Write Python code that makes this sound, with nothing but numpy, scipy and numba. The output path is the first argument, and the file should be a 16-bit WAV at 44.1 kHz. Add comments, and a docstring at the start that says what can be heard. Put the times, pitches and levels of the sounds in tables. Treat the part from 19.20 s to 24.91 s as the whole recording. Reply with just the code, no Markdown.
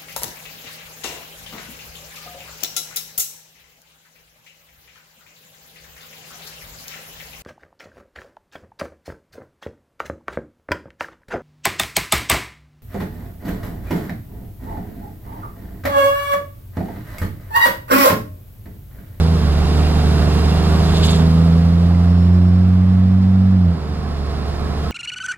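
"""The exhaust of a six-cylinder diesel pickup, heard inside the cab on a country road. It drones at the
firing rate and its harmonics, booms as the engine speeds up, and drops away as the revs fall. The firings
also excite diesel clatter and ringing covers and panels. Around them are road rumble, intake hiss, a thin
gear whine, a few knocks of loose trim and one rasping whoosh of air from the turbo.
An automatic gain control ducks all of this under the boom."""
import sys
import numpy as np
from scipy import signal
from scipy.fft import rfft, irfft
from scipy.io import wavfile
from numba import njit

SR = 44100
rng = np.random.default_rng(int(sys.argv[2]) if len(sys.argv) > 2 else 0)


def to_wav(sig):
    """Store sig (one row per channel, or 1-D mono) as 16-bit WAV at the path in sys.argv[1].

    Samples outside -1..1 are clipped; the rate is SR.
    """
    pcm = np.clip(np.atleast_2d(sig), -1, 1) * 32767
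    pcm = np.round(pcm).astype(np.int16)
    wavfile.write(sys.argv[1], SR, pcm.T)  # frames by channels


N = 251811
TIME = np.arange(N) / SR
FREQ = np.maximum(np.arange(N // 2 + 1) * SR / N, 1)


def undb(db):
    """Decibels to amplitude ratio."""
    return 10 ** (np.asarray(db) / 20)


def curves(table):
    """Linear interpolation in time of each column after the first."""
    time_s, *columns = np.transpose(table)
    return [np.interp(TIME, time_s, column) for column in columns]


def over_hz(table):
    """Linear interpolation on a log-frequency axis."""
    hz, value = np.transpose(table)
    return np.interp(np.log(FREQ), np.log(hz), value)


def walk(cutoff_hz):
    """Low-pass Gaussian noise of unit variance."""
    noise = irfft(rfft(rng.standard_normal(N)) / (1 + (FREQ / cutoff_hz) ** 4), N)
    return (noise - noise.mean()) / noise.std()


def burst(start_s, rise_s, fall_s, hold_s=0):
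    """Envelope: exponential growth to 1 at start_s, a hold, then exponential decay."""
    age = TIME - start_s
    return np.exp(np.minimum(0, np.minimum(age / rise_s, (hold_s - age) / fall_s)))


def resonances(modes):
    """Modal superposition: the summed frequency response of damped resonances."""
    return sum(undb(db) / (1 + 2j * (FREQ - hz) / width) ** 2 for hz, width, db in modes)


def cab_noise(response, drive=1):
    """Partial coherence: filtered noise of rms 1; reflections off the glass make left and right differ."""
    # likeness of the two channels: frequency_hz, correlation
    likeness = [(60, 0.9), (250, 0.74), (500, 0.73), (1000, 0.5), (4000, 0.97), (8000, 0.29), (14000, .5)]
    correlation = over_hz(likeness)
    mid, side = rfft(rng.standard_normal((2, N)) * drive)
    stereo = mid * np.sqrt(1 + correlation) + side * np.sqrt(1 - correlation) * np.array([[1], [-1]])
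    noise = irfft(response * stereo, N)
    return noise / noise.std()


def road(level_db=-20.5, bumps_db=-0.5, tread_share=0.36):
    """Rolling noise: the tread roar gets louder after 2 s; rumble from uneven tarmac partly follows it."""
    # floor rumble spectrum: frequency_hz, relative_db
    rumble_spectrum = [(12, -16.5), (25, -1), (40, -5), (55, -7), (80, 0), (120, -0.5), (160, -3.5),
                       (215, -1), (290, -10), (500, -19), (1500, -49.5), (9000, -55), (15000, -70.5)]
    # tyre tread spectrum: frequency_hz, relative_db
    tread_spectrum = [(200, -5), (310, -1.5), (410, -2), (490, -0.5), (580, -6.5), (700, -4), (900, -7),
                      (1080, -1.5), (1200, -6.5), (1310, -4.5), (1450, -15), (2400, -32), (4600, -13),
                      (6500, -33), (14000, -58)]
    # tread noise envelope: time_s, level_db
    rolling = [(0, -42), (1.6, -46.5), (2.6, -30), (3.9, -32.5), (4.8, -26), (5.71, -31.5)]
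    tread_db = curves(rolling)[0]
    rumble_db = level_db + tread_share * (tread_db - tread_db.mean()) + bumps_db * walk(4.0)
    rumble = undb(rumble_db) * cab_noise(undb(over_hz(rumble_spectrum)))
    return rumble + undb(tread_db) * cab_noise(undb(over_hz(tread_spectrum)))


def road_swell(level_db=-29, centre_hz=1020, width_hz=420):
    """Band-pass noise: the roar of the road swells briefly in the middle register."""
    envelope = burst(start_s=1.53, rise_s=.03, fall_s=0.059)
    return undb(level_db) * envelope * cab_noise(resonances([(centre_hz, width_hz, 0)]))


def intake_hiss(firings, level_db=-35, pulsing=0.065, flicker_db=0.7):
    """Flow noise in the intake, amplitude-modulated by the cylinders, with thin resonances on top."""
    # rushing air spectrum: frequency_hz, relative_db
    hiss_spectrum = [(1000, -5.5), (2200, -12.5), (2750, -4.5), (3100, -0.5), (3600, 2), (5000, 2.5),
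                     (5900, -6.5), (7000, -7.5), (10500, -12.5), (12500, -17), (14000, -17), (16000, -27)]
    # slow drift of the hiss: time_s, relative_db
    airflow = [(0, -0.5), (.9, 0), (1.7, 0.1), (3.0, -0.5), (4.2, -1), (5.0, 0.5), (5.71, 0.5)]
    # metallic rings of the engine and an airy band of the intake: centre_hz, width_hz, level_db
    rings = [(3440, 40, -57.5), (3720, 37, -54), (4550, 70, -57), (6750, 700, -61), (10480, 650, -59.5)]
    drive = (1 + pulsing * np.cos(2 * np.pi * firings)) * undb(curves(airflow)[0] + flicker_db * walk(27))
    hiss = undb(level_db) * cab_noise(undb(over_hz(hiss_spectrum)), drive)
    ring_response = sum(undb(db) / np.sqrt(width) / (1 + (2 * (FREQ - hz) / width) ** 2)
                        for hz, width, db in rings)
    ring_rms = np.sqrt(sum(undb(db) ** 2 for _, _, db in rings))
    return hiss + ring_rms * cab_noise(ring_response)


def gear_whine(jitter_hz=7, flicker_db=2.0, fringe_db=-9, fringe_hz=70):
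    """Gear meshing: one wavering tone with airy noise sidebands, strongest around 3 s."""
    # driveline tone: time_s, pitch_hz, level_db
    mesh = [(0, 5206, -84.5), (2.3, 5225, -58), (2.65, 5245, -58), (3.0, 5302, -44.5), (3.3, 5284, -46),
            (3.6, 5282, -53), (4.33, 5279, -51.5), (4.62, 5256, -56), (5.05, 5273, -51), (5.71, 5242, -59)]
    hz, db = curves(mesh)
    phase = 2 * np.pi * np.cumsum(hz + jitter_hz * walk(77)) / SR
    fringe = undb(fringe_db) * (walk(fringe_hz) * np.sin(phase) + walk(fringe_hz) * np.cos(phase))
    return undb(db + flicker_db * walk(16)) * (np.sqrt(2) * np.sin(phase) + fringe)


def trim_knocks(ring_s=0.0081, tick_db=-9, tick_s=0.004):
    """Impact excitation: loose trim strikes the dashboard, each time with a dull tick and a damped ring."""
    # faint impacts: start_s, pitch_hz, level_db
    knocks = [(2.708, 850, -19), (2.748, 2025, -28), (2.798, 740, -17), (2.813, 703, -19),
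              (2.842, 1400, -26), (2.857, 690, -15.5), (2.880, 2005, -28)]
    out = 0
    for start_s, hz, db in knocks:
        age = np.maximum(TIME - start_s, 0)
        tick = undb(tick_db) * (age > 0) * np.exp(-age / tick_s) * walk(2000)
        ring = np.exp(-age / ring_s) * np.sin(2 * np.pi * hz * age)
        out = out + undb(db) * (ring + tick)
    return out


def turbo_whoosh(firings, pulsing=0.15, grit_db=1.1, leak_db=-33.0, leak_jet_db=-41, jet_delay_s=0.018):
    """Jet noise: spurts of air that end brighter, over a softer leak, chopped by firings and turbulence."""
    # body of the escaping air: frequency_hz, relative_db
    body_spectrum = [(1200, -35), (2300, -8), (2850, -2), (3550, 5.5), (4200, 0), (4700, 0.5), (5700, -22),
                     (7200, -12), (12000, -32)]
    # its bright jet: frequency_hz, relative_db
    jet_spectrum = [(3000, -9), (5000, -2.5), (7200, 6.5), (8500, -0.5), (10500, -3), (12500, -10),
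                    (15500, -29)]
    # spurts from the turbo: start_s, length_s, body_db, jet_db
    spurts = [(1.75, 0.025, -33, -46), (1.833, 0.016, -23, -31.5), (1.885, 0.015, -27, -33),
              (1.93, .014, -35, -48.5)]
    drive = (1 + pulsing * np.cos(2 * np.pi * firings)) * undb(grit_db * walk(350))
    leak = burst(start_s=1.947, rise_s=0.35, fall_s=0.076)
    body_envelope, jet_envelope = undb(leak_db) * leak, undb(leak_jet_db) * leak
    for start_s, length_s, body_db, jet_db in spurts:
        body_envelope += undb(body_db) * burst(start_s, rise_s=0.0039, fall_s=0.013, hold_s=length_s)
        jet_s = start_s + jet_delay_s
        jet_envelope += undb(jet_db) * burst(jet_s, rise_s=0.0046, fall_s=0.0064, hold_s=length_s)
    body = body_envelope * cab_noise(undb(over_hz(body_spectrum)), drive)
    return body + jet_envelope * cab_noise(undb(over_hz(jet_spectrum)), drive)


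def firing_pulses(firings, decay_cycles, scatter_db):
    """Impulsive excitation: one exponentially decaying pulse of random strength per firing."""
    strength = undb(scatter_db * rng.standard_normal(N))[firings.astype(int)]
    return strength * np.exp(-(firings % 1) / decay_cycles)


def ringing_metal(firings, scatter_db=2.5):
    """Modal response: each firing makes the engine covers rasp and the panels ring."""
    # cover modes: centre_hz, width_hz, relative_db
    cover_modes = [(2756, 150, -2), (2406, 190, -8.5), (3890, 93, -3.5)]
    # their rasp: time_s, level_db
    cover_level = [(0, -50), (.45, -43.5), (1.3, -43), (2.1, -47), (2.6, -48.5), (4.6, -50), (5.71, -47)]
    # panel modes: centre_hz, width_hz, relative_db
    panel_modes = [(690, 55, -1), (1092, 100, -3.5), (1311, 58, -1), (1790, 190, -12)]
    # their ring, strongest as the engine pulls again at low revs: time_s, level_db
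    panel_level = [(0, -50), (1.5, -43.5), (4.3, -43.5), (4.9, -33.5), (5.71, -31)]
    out = 0
    for modes, level, decay_cycles in (cover_modes, cover_level, 0.54), (panel_modes, panel_level, 0.45):
        drive = firing_pulses(firings, decay_cycles, scatter_db)
        out = out + undb(curves(level)[0]) * cab_noise(resonances(modes), drive)
    return out


def diesel_clatter(firings, level_db=-25.0, steady=2.0, crank_swing=0.03):
    """Combustion noise: each firing knocks the block, with a strength that varies round the crank."""
    # clatter spectrum: frequency_hz, relative_db
    clatter_spectrum = [(150, 0.5), (300, -6), (420, -5.5), (570, -6.5), (700, -2), (880, -8.5), (1130, -8),
                        (1500, -12.5), (2200, -18), (4000, -25), (9000, -55)]
    pulses = firing_pulses(firings, decay_cycles=0.76, scatter_db=1.5)
    crank = np.cos(2 * np.pi * firings / 3)  # three firings to a turn
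    drive = (steady + pulses) * (1 + crank_swing * crank)
    return undb(level_db) * cab_noise(undb(over_hz(clatter_spectrum)), drive)


def engine_block(firings, firing_hz, waver_db=1.5, wander_rad=.18, off_resonance_db=-24):
    """Forced vibration: unequal cylinders shake the block at crank orders that swell at cab resonances."""
    # orders and the resonances they meet: crank_multiple, resonance_hz, width_hz, level_db
    crank_orders = [(2, 55, 33, -34), (4, 87, 34, -36), (4.5, 180, 15, -37), (6, 160, 7.3, -30.5),
                    (5, 170, 66, -36), (7, 183.2, 30, -23.5), (7.5, 191, 20, -30), (7.5, 235.3, 10, -22.5),
                    (8, 204, 13, -32.5), (10, 251, 14, -31), (12, 309, 42, -35), (12, 357, 12.94, -26),
                    (15, 400, 64, -30), (16, 420, 120, -37.5), (17, 430, 46, -36.5), (18, 421, 58, -33.5),
                    (18, 497, 58, -33.5), (21, 615, 45, -34.5), (24, 660, 140, -41.5)]
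    amplitudes = {}
    for multiple, resonance_hz, width_hz, db in crank_orders:
        ratio = multiple / 3  # to the firing rate
        detuning = 2 * (ratio * firing_hz - resonance_hz) / width_hz
        response = undb(off_resonance_db) + 1 / (1 + detuning ** 2)
        amplitudes[ratio] = amplitudes.get(ratio, 0) + undb(db) * response
    out = 0
    for ratio, amplitude in amplitudes.items():
        waver = undb(waver_db * walk(3.0))
        phase = 2 * np.pi * (ratio * firings + rng.random()) + wander_rad * walk(3.9)
        out = out + amplitude * waver * np.sin(phase)
    return out


def pipe_boom(firing_hz, lag_s=0.028):
    """Threshold response: each exhaust harmonic's level in dB climbs once the firing rate is high enough."""
    # one row per harmonic: quiet_db, booming_db, threshold_hz, softness_hz, trend_db_per_hz
    harmonics = [(-18, 3.5, 83.42, 1.93, -0.3179), (-19, -6.5, 81.2, 0.5, 0.5139), (-39, -21, 80.4, 0.3, 0)]
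    delayed_hz = np.interp(TIME - lag_s, TIME, firing_hz)
    levels_db = []
    for quiet_db, booming_db, threshold_hz, softness_hz, trend in harmonics:
        above_hz = delayed_hz - threshold_hz
        rise_db = (booming_db - quiet_db) / (1 + np.exp(-above_hz / softness_hz))
        levels_db.append(quiet_db + rise_db + trend * above_hz)
    return levels_db


def exhaust(firings, firing_hz, smooth_above_db=-13, slip_cycles=0.16, pipe_hz=85.9, width_hz=3.67):
    """Harmonic series: three partials of the firing rate; in the boom only the third stays rough."""
    # gain on the whole exhaust note: time_s, gain_db
    exhaust_gain = [(0, 1), (1.2, -0.5), (1.8, -0.5), (2.2, -0.7), (2.75, -2.1), (3.2, 0.2), (4.47, 0.37),
                    (4.55, -2), (4.62, 4), (5.0, 1.7), (5.71, 0.5)]
    levels_db = pipe_boom(firing_hz)
    low_roughness = 0.031 * np.minimum(1, undb(smooth_above_db - levels_db[0]))
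    roughness = (low_roughness, low_roughness, 0.18)
    # the overtones slip in phase as the firing rate passes a resonance of the pipe
    slip = slip_cycles * (1 - 2 * np.exp(-((firing_hz - pipe_hz) / width_hz) ** 2))
    note = 0
    for harmonic, (db, depth) in enumerate(zip(levels_db, roughness), 1):
        phase = 2 * np.pi * (harmonic * firings + (harmonic - 1) * slip)
        note = note + undb(db) * (1 + depth * walk(30)) * np.sin(phase)
    return np.sqrt(2) * undb(curves(exhaust_gain)[0]) * note


def scene(speed_jitter=0.0016, left_lag_samples=4, whine_balance_db=-5):
    """Superposition at the dashboard: most sound reaches the right side first and louder."""
    # engine speed: time_s, firing_hz
    firing_rate = [(0, 80.14), (.12, 80.46), (.28, 72.9), (.65, 75.2), (1.15, 75.2), (2.0, 81.28),
                   (2.7, 86.1), (3.6, 91.8), (4.12, 94.4), (4.35, 94), (4.47, 88.5), (4.545, 80.55),
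                   (4.61, 74.5), (4.85, 73.94), (4.97, 70.06), (5.71, 72.8)]
    # level of the block tones and clatter: time_s, gain_db
    engine_gain = [(0, -0.5), (1.9, 1.44), (3.5, 5), (4.8, 5), (5.71, 3)]
    # stereo balance: frequency_hz, left_minus_right_db
    balance = [(60, -2.5), (110, -1.4), (180, -1.5), (260, -3.5), (400, -5), (1200, -5), (2400, -3.5),
               (4400, -1.5), (8000, 0), (15000, -1.5)]
    firing_hz = curves(firing_rate)[0]
    firings = np.cumsum(firing_hz * (1 + speed_jitter * walk(7.3))) / SR  # phase in firing cycles
    engine = undb(curves(engine_gain)[0]) * (engine_block(firings, firing_hz) + diesel_clatter(firings))
    cab = engine + ringing_metal(firings) + exhaust(firings, firing_hz) + intake_hiss(firings)
    cab = cab + road() + road_swell() + turbo_whoosh(firings) + trim_knocks()
    sides = np.array([[.5], [-.5]])
    left, right = irfft(rfft(cab) * undb(over_hz(balance) * sides), N)
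    left = np.pad(left, (left_lag_samples, 0))[:N]
    # the whine rises from the floor to both sides at once
    return np.array([left, right]) + gear_whine() * undb(whine_balance_db * sides)


@njit
def follow_peaks(magnitude, peak, attack, release):
    """Envelope detection: a quick rise, then decay by a fixed factor each sample."""
    out = np.empty(len(magnitude))
    for i in range(len(magnitude)):
        peak = peak + (magnitude[i] - peak) * attack if magnitude[i] > peak else peak * release
        out[i] = peak
    return out


def record(dry, ceiling_db=-4.0, start_db=-3, attack_s=0.0012, recovery_db_per_s=5.5, top_hz=15600):
    """Automatic gain control holds peaks near a ceiling and recovers slowly; a low-pass cuts the top."""
    release = float(undb(-recovery_db_per_s / SR))
    peak = follow_peaks(np.abs(dry).max(axis=0), float(undb(start_db)), 1 / (attack_s * SR), release)
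    held = dry * np.minimum(1, undb(ceiling_db) / peak)
    return signal.sosfilt(signal.ellip(8, .2, 80, top_hz, fs=SR, output="sos"), held)


dry = scene()
out = record(dry)
to_wav(out)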